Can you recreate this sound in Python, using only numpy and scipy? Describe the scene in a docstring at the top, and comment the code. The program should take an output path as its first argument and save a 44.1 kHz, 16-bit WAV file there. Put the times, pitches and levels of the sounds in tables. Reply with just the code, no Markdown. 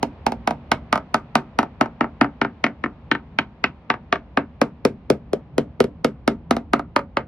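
"""A small ball-peen hammer sounds out a fibreglass boat hull, close up, about four taps a second.
It starts on a loose, hollow patch of skin, which yields and dulls the knock. Each tap launches a bending
wave (treble first, bass late), the head often drops back, and hull and shed ring briefly. From about
2.4 s it crosses hard, solid laminate, where shorter contact brightens the knock. Near 4.8 s it finds a
second loose patch, and by 7 s it has moved off again. A low rumble lies under it all."""
import sys
import numpy as np
from scipy import signal
from scipy.fft import rfft, irfft
from scipy.io import wavfile
from scipy.ndimage import uniform_filter1d, minimum_filter1d

SR = 44100
rng = np.random.default_rng(int(sys.argv[2]) if len(sys.argv) > 2 else 0)


def store_wav(level_fs):
    """Save 16-bit WAV to argv[1]."""
    pcm = np.round(np.clip(np.atleast_2d(level_fs), -1, 1) * 32767)
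    wavfile.write(sys.argv[1], SR, pcm.T.astype(np.int16))


N = 320607
SIZE = 16384  # samples in one knock
HZ = np.maximum(np.arange(SIZE // 2 + 1) * SR / SIZE, 1)
AGE = np.arange(SIZE) / SR
SIDES = np.array([[.5], [-.5]])  # splits a left-right difference between the channels

# The hammer taps. Each row: start in seconds, level in dB, gelcoat tick in dB.
TAPS = [(.0295, 5.5, -17.5), (.2661, 5, -14), (.4754, 1, -12), (.7174, -5.5, 0), (.928, 1.5, -9.5),
        (1.1439, -4.5, -3), (1.3547, -4.5, 0.5), (1.589, 5.5, -15.5), (1.8114, 6, -19),
        (2.0095, 2.5, -32.5), (2.2129, 6, -22.5), (2.4158, 1.5, -36.5), (2.6412, 2, -18.5),
        (2.8395, -3.5, -50), (3.1149, 1.5, -33), (3.3878, 1, -22), (3.641, 1.5, -41.5), (3.9021, 2.5, -33),
        (4.1264, 1, -26), (4.3736, 4, -28), (4.6158, 5.5, -13), (4.8516, 10, -17), (5.1019, 11, -18.5),
        (5.333, 4.5, -22), (5.5814, 7.5, -18), (5.8041, 9, -15.5), (6.0465, 5.5, -13), (6.2778, 4, -11.5),
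        (6.5099, 1, -8), (6.7349, 3.5, -13.5), (6.963, 0.5, -10), (7.1705, 1.5, -24)]
# The head drops back on the same spot. Each row: start in seconds, level in dB relative to its tap.
REBOUNDS = [(0.3212, -4), (0.5086, -1.5), (0.957, -3.5), (.977, -10), (1.63, -9), (1.8591, -16.5),
            (2.043, -8), (2.2446, -10), (2.4485, -5), (2.6653, -8.5), (2.86, -5.5), (3.1508, -9),
            (3.9404, -14), (4.157, -13), (5.842, -7), (6.567, -3.5), (6.7945, -10.5), (6.9916, -11.5)]
# The hull under the wandering hammer. Each row: time in seconds, looseness from 0 to 1,
# skin resonance in Hz, boom in dB, clack pitch in Hz, clack in dB.
SPOTS = [(0, 1, 740, 2.5, 630, -2.5), (.9, 0.24, 865, 1.5, 610, 5), (1.6, 0.38, 760, 7, 670, 0),
         (2.42, 0.13, 640, 9.5, 655, 3.5), (2.64, 0.04, 2300, 9.5, 626, 7),
         (2.84, 0.27, 1750, 10, 1550, -0.5), (3.11, 0.06, 1800, 10, 3430, 5),
         (3.39, 0.07, 2500, 3, 3300, 4), (3.64, 0, 1900, 4, 2700, 4), (3.9, 0.1, 1750, 4, 860, 9.5),
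         (4.129, 0, 1650, 8.5, 664, 8.5), (4.37, 0.21, 662, 8, 670, 1.5), (4.849, 1, 489, 3, 530, 0.5),
         (6.049, 0.88, 445, 6, 490, 3), (6.499, 0.63, 430, 11, 737, 6), (6.73, 0.31, 680, 11, 700, -0.5),
         (6.96, 0.2, 1025, 5, 553, 9.5), (7.27, 0.13, 980, 2.5, 521, 11)]
# The hammer drifts across the stereo image. Each row: time in seconds, left minus right in dB.
HAMMER_PAN = [(.4, -1.4), (1.8, .6), (6.4, .1), (7.2, -1.1)]
# The broad tone of the hull. Each row: frequency in Hz, gain in dB.
HULL_TONE = [(110, 4), (140, 12.5), (175, 7), (230, 10), (600, 13), (1200, 13.5), (2400, 15), (3500, 14),
             (5300, 13), (7300, 6.5), (10500, 3.5), (13000, 1), (15500, -8)]
# Panel resonances. Each row: centre in Hz, width in Hz, boost in dB.
PANEL_PEAKS = [(224.5, 76.7, 9.5), (284.8, 26, 7), (384.5, 56, 5.5), (512, 23, 2), (693.5, 131, 4.5),
               (910, 58, 6), (1271, 333, 8.5), (1528, 170, 3.5), (2190, 150, 4.5)]
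# Waves scattered inside the hull. Each row: frequency in Hz, level in dB, 60 dB decay in seconds.
HULL_SCATTER = [(150, -7.5, 0.228), (303, -1.5, 0.0285), (597, -7.5, 0.12), (1440, -1, 0.014),
                (3940, -5.5, 0.042), (12000, -3.5, 0.0082)]
# The lingering ring of hull and shed. Each row: frequency in Hz, level in dB, 60 dB decay in seconds.
HULL_SHED_RING = [(159.4, 3.5, 0.33), (278, -9, 0.18), (497, -7, 0.18), (880, -15, 0.19),
                  (2130, -9.5, 0.12), (5130, -19, 0.12), (10500, -19, 0.13), (16040, -38, 0.063)]
# Slow modes of the whole hull. Each row: pitch in Hz, level in dB, 60 dB decay in seconds.
HULL_MODES = [(145.6, -4, 0.87), (159.1, 4, 0.34), (232, -1, 0.45), (239.9, -2.5, 0.29), (299, -4.5, 0.27),
              (398, -13, 0.052), (558, -10.5, 0.39), (724, -3, 0.056), (841, -13.5, 0.36)]
# The two microphone ports. Each row: frequency in Hz, left phase lead in radians, left minus right in dB.
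MIC_PORTS = [(160, 0, 0), (300, -.15, .3), (440, -.45, 1.5), (560, -.35, 0), (780, -.2, -2.7),
             (1100, .2, 0), (1800, .2, 2), (2500, .75, -1.5), (3200, 1.8, 0), (4300, .8, -4.5),
             (5300, .45, -.3), (7300, 3.1, 0), (11000, 6.6, 0), (15600, 11.6, 0)]
# The colour of the background. Each row: frequency in Hz, relative level in dB.
AIR_TONE = [(15, -41.5), (28, -31), (45, -5.5), (66, 4), (100, -5), (160, -3.5), (230, -9), (350, -19.5),
            (600, -22), (950, -24.5), (1500, -35.5), (2500, -39.5), (4400, -53.5), (7600, -75),
            (14000, -90.5)]
# The rumble sinks, then swells. Each row: time in seconds, gain in dB.
RUMBLE_SWELL = [(0, -0.5), (1.5, -6), (3.8, -4.5), (6.7, 1), (7.27, -1.5)]


def hammer(rebound_cutoff_ratio=.7, rebound_tick_db=-9, rebound_boom_db=-3, trapped=.79, ring_db=1.15):
    """Taps and their softer rebounds, each a falling chirp followed by a rib echo, scatter and ring."""
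    ports = np.exp(1j * over_hz(MIC_PORTS, HZ) * SIDES) * undb(over_hz(MIC_PORTS, HZ, axis=2) * SIDES)
    # bending waves speed up as the root of frequency: phase per second of travel time at 1 kHz
    bending = -4j * np.pi * np.sqrt(1000 * HZ)
    early = 1 + rib_echo(bending) + echoes(HULL_SCATTER, likeness=.5, width=.032, build_s=.0012)
    ring = undb(ring_db) * echoes(HULL_SHED_RING, likeness=.57, width=.15, build_s=.0085)
    hum, radiated = hull_hum(), ports * lobes()
    fade = np.interp(AGE, [0, .005, .25, .33], [0, 1, 1, 0])
    lead = 384  # samples of run-up, so the fade-in spares the attack
    out = np.zeros((2, N))
    for k, (s, db, tick_db) in enumerate(TAPS):
        loose, skin_hz, boom_db, clack_hz, clack_db = over_time(SPOTS, s)
        # each setting runs from solid laminate to loose skin
        contact_hz = 3150 * (573 / 3150) ** loose  # loose skin yields: longer contact, less treble
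        skin_db = np.interp(loose, [0, 1], [5, 12.5])  # it also resonates more
        tick_db_per_octave = np.interp(loose, [0, 1], [-6, -1.5])  # and slaps with a flatter tick
        travel_s = np.interp(loose, [0, 1], [.0028, .0022])
        hum_db = np.interp(loose, [0, 1], [0, 1])
        # loose skin keeps part of its motion to itself, so it feeds the long ring less
        leak = undb(-trapped * skin_db * hump(skin_hz, octaves=.26))
        late = leak * (ring[k] + undb(hum_db) * hum)
        path = (early[k] + late) * np.exp(bending * travel_s) * radiated[k]
        pan = undb(SIDES * over_time(HAMMER_PAN, s)[0])
        strokes = [(s, db, boom_db, contact_hz, tick_db)]
        for again, drop_db in REBOUNDS:
            if 0 < again - s < .1:
                strokes.append((again, db + drop_db, boom_db + rebound_boom_db,
                                contact_hz * rebound_cutoff_ratio, tick_db + rebound_tick_db))
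        for when, level_db, low_db, cutoff_hz, crisp_db in strokes:
            force = blow(cutoff_hz, crisp_db, tick_db_per_octave)
            body = hull_body(low_db, skin_hz, skin_db, clack_hz, clack_db)
            knock = np.roll(irfft(path * causal(force * body)), lead, axis=1)
            add(out, undb(level_db) * pan * fade * knock, when - lead / SR - travel_s / 2)
    return out


def blow(contact_hz, tick_db, tick_db_per_octave):
    """Spectrum of one blow: contact time limits the treble and the hard gelcoat adds a tick."""
    push_power = 1 / (1 + (HZ / contact_hz) ** 6)
    octaves = np.log2(np.maximum(HZ, contact_hz / 2) / 5000)
    tick_power = undb(tick_db + tick_db_per_octave * octaves) ** 2
    return np.sqrt(push_power + tick_power)


def hull_body(boom_db, skin_hz, skin_db, clack_hz, clack_db):
    """The body of the knock: skin and panel resonate, and the struck spot adds its boom and clack."""
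    panel_db = sum(db / (1 + (2 * (HZ - hz) / width) ** 2) for hz, width, db in PANEL_PEAKS)
    spot_db = (boom_db * hump(302, octaves=.38)
               + skin_db * hump(skin_hz, octaves=.27)
               + clack_db * hump(clack_hz, octaves=.16))
    radiation = HZ ** 2 / (HZ ** 2 + 50 ** 2)  # the skin radiates little at long wavelengths
    return radiation * undb(over_hz(HULL_TONE, HZ) + panel_db + spot_db)


def rib_echo(bending, echo_db=-13, typical_delay_s=.001812, spread=.3):
    """The nearest stiffener sends the wave back inverted, combing each spot differently."""
    delay_s = typical_delay_s * np.exp(spread * rng.standard_normal((len(TAPS), 1, 1)))
    return -undb(echo_db) * np.exp(bending * delay_s)


def lobes(lobe_db=2, lobe_radians=.62, overtone_db=1.5):
    """Each spot favours its own overtones and radiates them in lobes, shifting stereo balance and phase."""
    balance, phase = lobe_db * ripple(), lobe_radians * ripple()
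    overtones = np.array([causal(undb(overtone_db * row)) for row in ripple()])
    return overtones[:, None] * undb(balance[:, None] * SIDES) * np.exp(1j * phase[:, None] * SIDES)


def ripple(count=36):
    """A random curve for each tap, flat below 300 Hz and above 7 kHz; neighbouring spots are alike."""
    knots = np.log(np.geomspace(300, 7000, count))
    heights = uniform_filter1d(rng.standard_normal((len(TAPS), count)), size=2, axis=0) * np.sqrt(2)
    heights[:, [0, -1]] = 0
    return np.array([np.interp(np.log(HZ), knots, row) for row in heights])


def hull_hum():
    """Spectrum of the slow modes that hum on after the knock."""
    return sum(undb(db) / (1 + 2j * np.pi * (HZ - hz) * t60 / np.log(1000)) for hz, db, t60 in HULL_MODES)


def echoes(table, likeness, width, build_s):
    """Dense decaying echoes for each tap, as stereo spectra; neighbouring spots echo alike."""
    noise = rng.standard_normal((len(TAPS), 2, SIZE))
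    for k in range(1, len(TAPS)):
        noise[k] = likeness * noise[k - 1] + np.sqrt(1 - likeness ** 2) * noise[k]
    spectra, tail = rfft(noise), 0
    centres = np.geomspace(125, 16000, 12)
    build = 1 - np.exp(-(AGE / build_s) ** 2)
    for hz, weights in zip(centres, np.eye(len(centres))):
        envelope = build * undb(-60 * AGE / over_hz(table, hz, axis=2))
        band = irfft(spectra * np.interp(np.log(HZ), np.log(centres), weights))
        tail = tail + band * envelope * undb(over_hz(table, hz)) / np.linalg.norm(envelope)
    mid, side = np.split(rfft(tail), 2, axis=1)
    apart = np.minimum(width * HZ / 1000, 1)  # long waves reach both ports alike
    return (mid + apart * side * 2 * SIDES) / np.sqrt(1 + apart ** 2)


def background(base_db=-41, bass_width=.079, waver_db=2, rush_boost_db=6, rush_db_per_s=-1.31):
    """A low, slowly wavering rumble with a soft rush above it that fades steadily."""
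    hz = np.maximum(np.arange(N // 2 + 1) * SR / N, 1)
    t = np.arange(N) / SR
    mid, side = rfft(rng.standard_normal((2, N))) * undb(over_hz(AIR_TONE, hz))
    air = mid + side * np.clip(hz / 3000, bass_width, 1) * 2 * SIDES
    air *= undb(base_db) / irfft(mid, N).std()
    lowpass = 1 / (1 + (hz / 320) ** 2)
    waver = np.interp(t, np.linspace(0, N / SR, 60), rng.standard_normal(60))
    rumble = irfft(air * lowpass, N) * undb(waver_db * waver + over_time(RUMBLE_SWELL, t)[0])
    rush = irfft(air * (1 - lowpass), N) * undb(rush_boost_db + rush_db_per_s * t)
    return rumble + rush


def undb(db):
    """Decibels to gain."""
    return 10 ** (np.asarray(db) / 20)


def over_hz(table, hz, axis=1):
    """One column of a table, joined on a log-frequency axis."""
    rows = np.array(table)
    return np.interp(np.log(hz), np.log(rows[:, 0]), rows[:, axis])


def over_time(table, s):
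    """Every value column of a table at time s, gliding from row to row."""
    times, *columns = np.transpose(table)
    return [np.interp(s, times, column) for column in columns]


def hump(hz, octaves):
    """Bell curve around a frequency."""
    return np.exp(-.5 * (np.log2(HZ / hz) / octaves) ** 2)


def causal(gain):
    """Minimum-phase response with the given gain: it rings only after the blow."""
    cepstrum = irfft(np.log(gain))
    cepstrum[1:SIZE // 2] *= 2
    cepstrum[SIZE // 2 + 1:] = 0
    return np.exp(rfft(cepstrum))


def add(out, sound, s):
    """Mix a sound in at time s."""
    start = max(int(s * SR), 0)
    out[:, start:start + sound.shape[1]] += sound[:, :N - start]


def scene():
    """Hammer on the hull over the background."""
    return hammer() + background()


def record(dry):
    """A phone's look-ahead limiter holds the peaks, and the very top is cut."""
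    ceiling, top_hz = .9, 16900
    gain = ceiling / np.maximum(np.abs(dry).max(axis=0), ceiling)
    gain = uniform_filter1d(minimum_filter1d(gain, size=61), size=61)
    return signal.sosfilt(signal.ellip(8, .2, 70, top_hz, fs=SR, output="sos"), dry * gain)


dry = scene()
out = record(dry)
store_wav(out)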